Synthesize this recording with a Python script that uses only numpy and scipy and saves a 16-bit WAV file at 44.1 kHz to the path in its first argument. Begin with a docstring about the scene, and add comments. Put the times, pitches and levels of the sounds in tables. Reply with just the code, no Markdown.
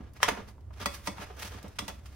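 """Sharp plastic snaps, dull bumps and sliding paper: two hands seat a roll in a printer's bay, up close.
The roll holder snaps in and the roll knocks against the housing, each hit a crack with a short ring.
The heavy roll thuds in the bay, fingertips tick, and paper hisses as it slips under the fingers.
A nearby surface throws back a quick echo; a low hum fills the small, quiet room."""
import sys
import numpy as np
from scipy import signal
from scipy.fft import rfft, irfft, next_fast_len
from scipy.io import wavfile
from scipy.ndimage import uniform_filter1d, map_coordinates

SR = 44100
rng = np.random.default_rng(int(sys.argv[2]) if len(sys.argv) > 2 else 0)


def materialize(psi):
    """Save the field psi as 16-bit PCM at rate SR to the path in sys.argv[1].

    A 1-D psi becomes a single channel; in a 2-D psi each row is a channel.
    """
    bounded = np.clip(np.atleast_2d(psi).T, -1, 1)
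    quanta = np.round(bounded * 32767).astype(np.int16)
    wavfile.write(sys.argv[1], SR, quanta)


N = 94815
T = np.arange(SR // 2) / SR  # time within one hit
ECHO_S, SIDE_DB = 0.00415, -1.5  # sources are built as (mid, side) pairs

# Tone colour of a hit on hard plastic: freq_hz, gain_db
CRACK_SPECTRUM = [(100, -20.5), (400, -18.5), (900, 7), (2000, 1), (3500, -2), (6300, -6), (7300, -13),
                  (8600, -11), (12000, -17.5), (16000, -19)]


def knocks():
    """Plastic meets plastic: a short crack sets the housing ringing, a little differently each time."""
    # Hard hits: start_s, crack_db, rise_s, crack_t60_s, tilt_db_per_octave, ring_db
    hits = [(.2298, -11, 0.00062, 0.015, -0.5, -36), (0.8573, -23.5, 0.0017, 0.027, 0.75, -38.5),
            (1.0721, -27, .0006, .04, -0.5, -43.5), (1.7888, -26, 0.00088, 0.025, 0.5, -43.5),
            (1.8782, -36.5, 0.0034, .06, 2.1, -51.5)]
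    # Resonances of the plastic housing: pitch_hz, level_db, t60_s
    housing_modes = [(431.6, -12.5, 0.11), (573, 1, 0.13), (870, -19, 0.12), (979, 3, 0.11),
                     (1131, 0, 0.062), (1198, -4, .08), (1465, -8.5, 0.083), (1950, 7.5, 0.078),
                     (2190, -9.5, 0.24), (2573, -15, 0.13), (2850, -21, 0.091), (3407, -0.5, 0.12),
                     (4570, -9, 0.12), (5020, -12, .1)]
    out = np.zeros((2, N))
    for start_s, crack_db, rise_s, t60_s, tilt_db, ring_db in hits:
        crack = coloured(noise(len(T)) * strike(rise_s, t60_s), CRACK_SPECTRUM, tilt_db)
        body = sum(amp(mode_db + rng.normal(0, 2.9)) * ring(hz, rise_s, mode_t60_s)
                   for hz, mode_db, mode_t60_s in housing_modes)
        add(out, start_s, amp(crack_db) * crack + amp(ring_db) * body)
    return out


def fingertip_ticks():
    """Light finger taps: a tiny crack with no ring. 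The last row is no tap but a firmer plastic crack, just
    ahead of the knock at 1.789 s."""
    # Taps, the last row a plastic crack: start_s, level_db, tilt_db_per_octave
    taps = [(.134, -56.5, 10), (.202, -38, -8.5), (.58, -59, -11), (.607, -68.5, 3.5), (.706, -46, -12),
            (.738, -53.5, -1.5), (.814, -39, 0), (1.181, -38, -7), (1.475, -47, 3.5), (1.628, -48, 5.5),
            (1.68, -52, 4), (1.786, -30, -2)]
    out = np.zeros((2, N))
    for start_s, level_db, tilt_db in taps:
        burst = noise(len(T)) * strike(rise_s=0.0011, t60_s=0.027)
        add(out, start_s, amp(level_db) * coloured(burst, CRACK_SPECTRUM, tilt_db))
    return out


def roll_bumps():
    """The heavy roll thuds and sounds the lowest mode of the bay."""
    # Soft landings of the roll: start_s, relative_level_db
    landings = [(.003, -43), (0.235, -47), (0.284, -53), (0.316, -37), (0.386, -43), (.812, -41.5),
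                (.861, -37.5), (1.075, -33), (1.191, -49), (1.44, -43), (1.545, -47.5), (1.64, -41.5),
                (1.792, -42.5), (1.819, -40), (1.883, -40), (1.908, -51.5)]
    # Dull body of the thud: freq_hz, gain_db
    thud_spectrum = [(60, -15.5), (140, -9.5), (220, 0), (330, -5), (450, -15), (600, -9.5), (1000, -20),
                     (3000, -65.5)]
    rise_s, t60_s, bay_hz = 0.0045, 0.11, 206.4
    out = np.zeros((2, N))
    for start_s, level_db in landings:
        thud = unit(coloured(noise(len(T)), thud_spectrum)) * strike(rise_s, t60_s)
        tone = amp(4) * ring(bay_hz, rise_s, t60_s)
        add(out, start_s, amp(level_db - 3.5) * (thud + tone))
    return out


def paper_slides():
    """Each slide swells and fades, over the light rub of the gripping fingers."""
    # Swishes of paper, rise and fall each spanning 20 dB:
    # peak_s, relative_level_db, rise_s, fall_s, tilt_db_per_octave
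    slides = [(.01, -55.5, .03, .13, -4), (0.169, -57, 0.035, 0.054, -1), (.226, -37.5, 0.018, 0.017, 0),
              (0.287, -25.5, 0.013, 0.025, -2.5), (.384, -43.5, .035, 0.076, -4.5),
              (0.497, -58, 0.1, 0.022, 1), (.82, -42, 0.037, .06, -1.5), (0.946, -41, 0.046, 0.039, 2.1),
              (1.068, -49.5, 0.057, 0.033, 2.5), (1.221, -41, 0.052, 0.065, -1.5),
              (1.295, -50.5, 0.024, 0.058, -6), (1.385, -49.5, .035, .04, -4.5),
              (1.438, -40, 0.066, .055, 1.2), (1.549, -47, 0.1, 0.11, -1.5), (1.662, -47, 0.059, 0.057, -5),
              (1.889, -39.5, .012, 0.028, -3.5), (2.061, -57, 0.049, 0.105, 1), (2.13, -59, 0.075, 0.11, 0)]
    t = np.arange(N) / SR
    gripping = (t > 0.72) & (t < 2.016)
    out = amp(-68) * paper_friction(tilt_db=0) * uniform_filter1d(gripping.astype(float), size=2000)
    for peak_s, level_db, rise_s, fall_s, tilt_db in slides:
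        fade_db = 20 * np.maximum((peak_s - t) / rise_s, (t - peak_s) / fall_s)
        out += amp(level_db - 3 - fade_db) * paper_friction(tilt_db)
    return out


def paper_friction(tilt_db, slips_per_s=800, flutter_db=4):
    """Fine hiss plus tiny slips of the paper, fluttering in level."""
    # Tone colour of rubbed paper: freq_hz, gain_db
    paper_spectrum = [(100, -13), (300, -5.5), (700, -3), (1100, 0), (1600, -2), (2200, -3.5), (4000, -9),
                      (6300, -11.5), (7500, -18), (10000, -16.5), (16000, -22)]
    slips = (rng.random(N) < slips_per_s / SR) * noise(N)
    # A smooth curve through random points 500 samples apart.
    flutter = map_coordinates(rng.standard_normal(N // 500 + 4), [np.arange(N) / 500])
    rub = noise(N) + amp(-4.5) * unit(slips)
    return coloured(rub, paper_spectrum, tilt_db) * amp(flutter_db * flutter)


def reverb(mono, decay):
    """Diffuse reflections in mid and side; each frequency dies at its own speed."""
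    hz, t, spectrum = signal.stft(rng.standard_normal((2, SR // 2)), SR, nperseg=256)
    fade = amp(-60 * t / along(decay, hz)[:, None])
    tail = signal.istft(spectrum * fade, SR, nperseg=256)[1]
    tail *= np.minimum(np.arange(tail.shape[1]) / (ECHO_S * SR), 1)  # builds until the first echo
    return signal.fftconvolve(mono[None], tail / np.linalg.norm(tail[0]), axes=1)[:, :N]


def room_tone():
    """Low hum and faint air of the room, both steady shaped noise."""
    # Hum, strongest at 60-70 Hz: freq_hz, gain_db
    hum_spectrum = [(20, -37), (36, -22.5), (50, -21), (60, -1), (69, 0.5), (82, -7.5), (98, -2.5),
                    (112, -10.5), (160, -26), (300, -32.5), (600, -69.5)]
    # Dark wash of air: freq_hz, gain_db
    air_spectrum = [(100, 9.5), (350, -0.5), (700, -7.5), (1200, -13), (2500, -25), (6000, -31),
                    (16000, -38.5)]
    hum = unit(coloured(rng.standard_normal((2, N)), hum_spectrum))
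    air = unit(coloured(noise(N), air_spectrum))
    return amp(-48) * hum + amp(-58.5) * air


def amp(db):
    """Decibels to gain."""
    return 10 ** (np.asarray(db) / 20)


def unit(x):
    """Scale to rms 1."""
    return x / np.sqrt(np.mean(x ** 2) + 1e-20)


def along(points, hz):
    """Read (freq_hz, value) points on a log frequency axis."""
    freqs, values = np.transpose(points)
    return np.interp(np.log(hz + 1), np.log(freqs + 1), values)


def coloured(x, points, tilt_db=0, keep_power=True, pivot_hz=2000):
    """EQ through (freq_hz, gain_db) points, tilted per octave; keep_power holds white noise level."""
    n = 2 * next_fast_len(x.shape[-1] // 2 + 2048)
    hz = np.fft.rfftfreq(n, 1 / SR)
    octaves = np.log2(np.maximum(hz / pivot_hz, 1 / 4))
    gain = amp(along(points, hz) + tilt_db * octaves)
    cepstrum = irfft(np.log(unit(gain) if keep_power else gain))
    # Fold to minimum phase, so nothing rings ahead of a hit.
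    cepstrum[1:n // 2] *= 2
    cepstrum[n // 2 + 1:] = 0
    return irfft(rfft(x, n) * np.exp(rfft(cepstrum)), n)[..., :x.shape[-1]]


def noise(size):
    """White noise as a mid and a weaker side channel."""
    return rng.standard_normal((2, size)) * amp([[0], [SIDE_DB]])


def strike(rise_s, t60_s):
    """Envelope that rises to 1 and dies away."""
    return np.minimum(T / rise_s, 1) * amp(-60 * np.maximum(T - rise_s, 0) / t60_s)


def ring(hz, rise_s, t60_s):
    """One struck mode, with its own phase in mid and side."""
    tone = np.sin(2 * np.pi * (hz * T + rng.random((2, 1))))
    return tone * strike(rise_s, t60_s) * amp([[0], [SIDE_DB]])


def add(track, start_s, sound):
    """Mix a sound into the track."""
    part = track[:, max(round(start_s * SR), 0):][:, :sound.shape[-1]]
    part += sound[..., :part.shape[1]]


def scene():
    """Handling sounds with their quick echo, the bay and the room, a little to the right."""
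    # Tight reverb of the plastic bay: freq_hz, t60_s
    bay_decay = [(200, 0.074), (2000, 0.062), (12000, 0.046)]
    # Reverb of the small room: freq_hz, t60_s
    room_decay = [(200, 0.43), (1000, 0.32), (4000, 0.29), (12000, 0.3)]
    # Stereo width, narrow in the bass: freq_hz, side_gain_db
    width = [(60, -15.5), (200, -14.5), (550, -1), (2000, -5.5), (5000, 0), (8500, 4), (11500, -18)]
    direct = knocks() + fingertip_ticks() + roll_bumps() + paper_slides()
    bay = amp(-8) * reverb(direct[0], bay_decay)
    room = amp(-7.5) * reverb(direct[0], room_decay)
    heard = direct + bay + room + room_tone()
    add(heard, ECHO_S, amp(-17.5) * direct)  # bounce off the nearby surface
    mid, side = heard[0], coloured(heard[1], width, keep_power=False)
    return np.array([mid + side, mid - side]) * amp([[-0.74], [0.74]])


def record(dry):
    """A brick-wall high cut takes off the very top."""
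    top_hz = 16000
    n = next_fast_len(N + 8192)
    passband = np.fft.rfftfreq(n, 1 / SR) < top_hz
    return irfft(rfft(dry, n) * passband, n)[:, :N]


dry = scene()
out = record(dry)
materialize(out)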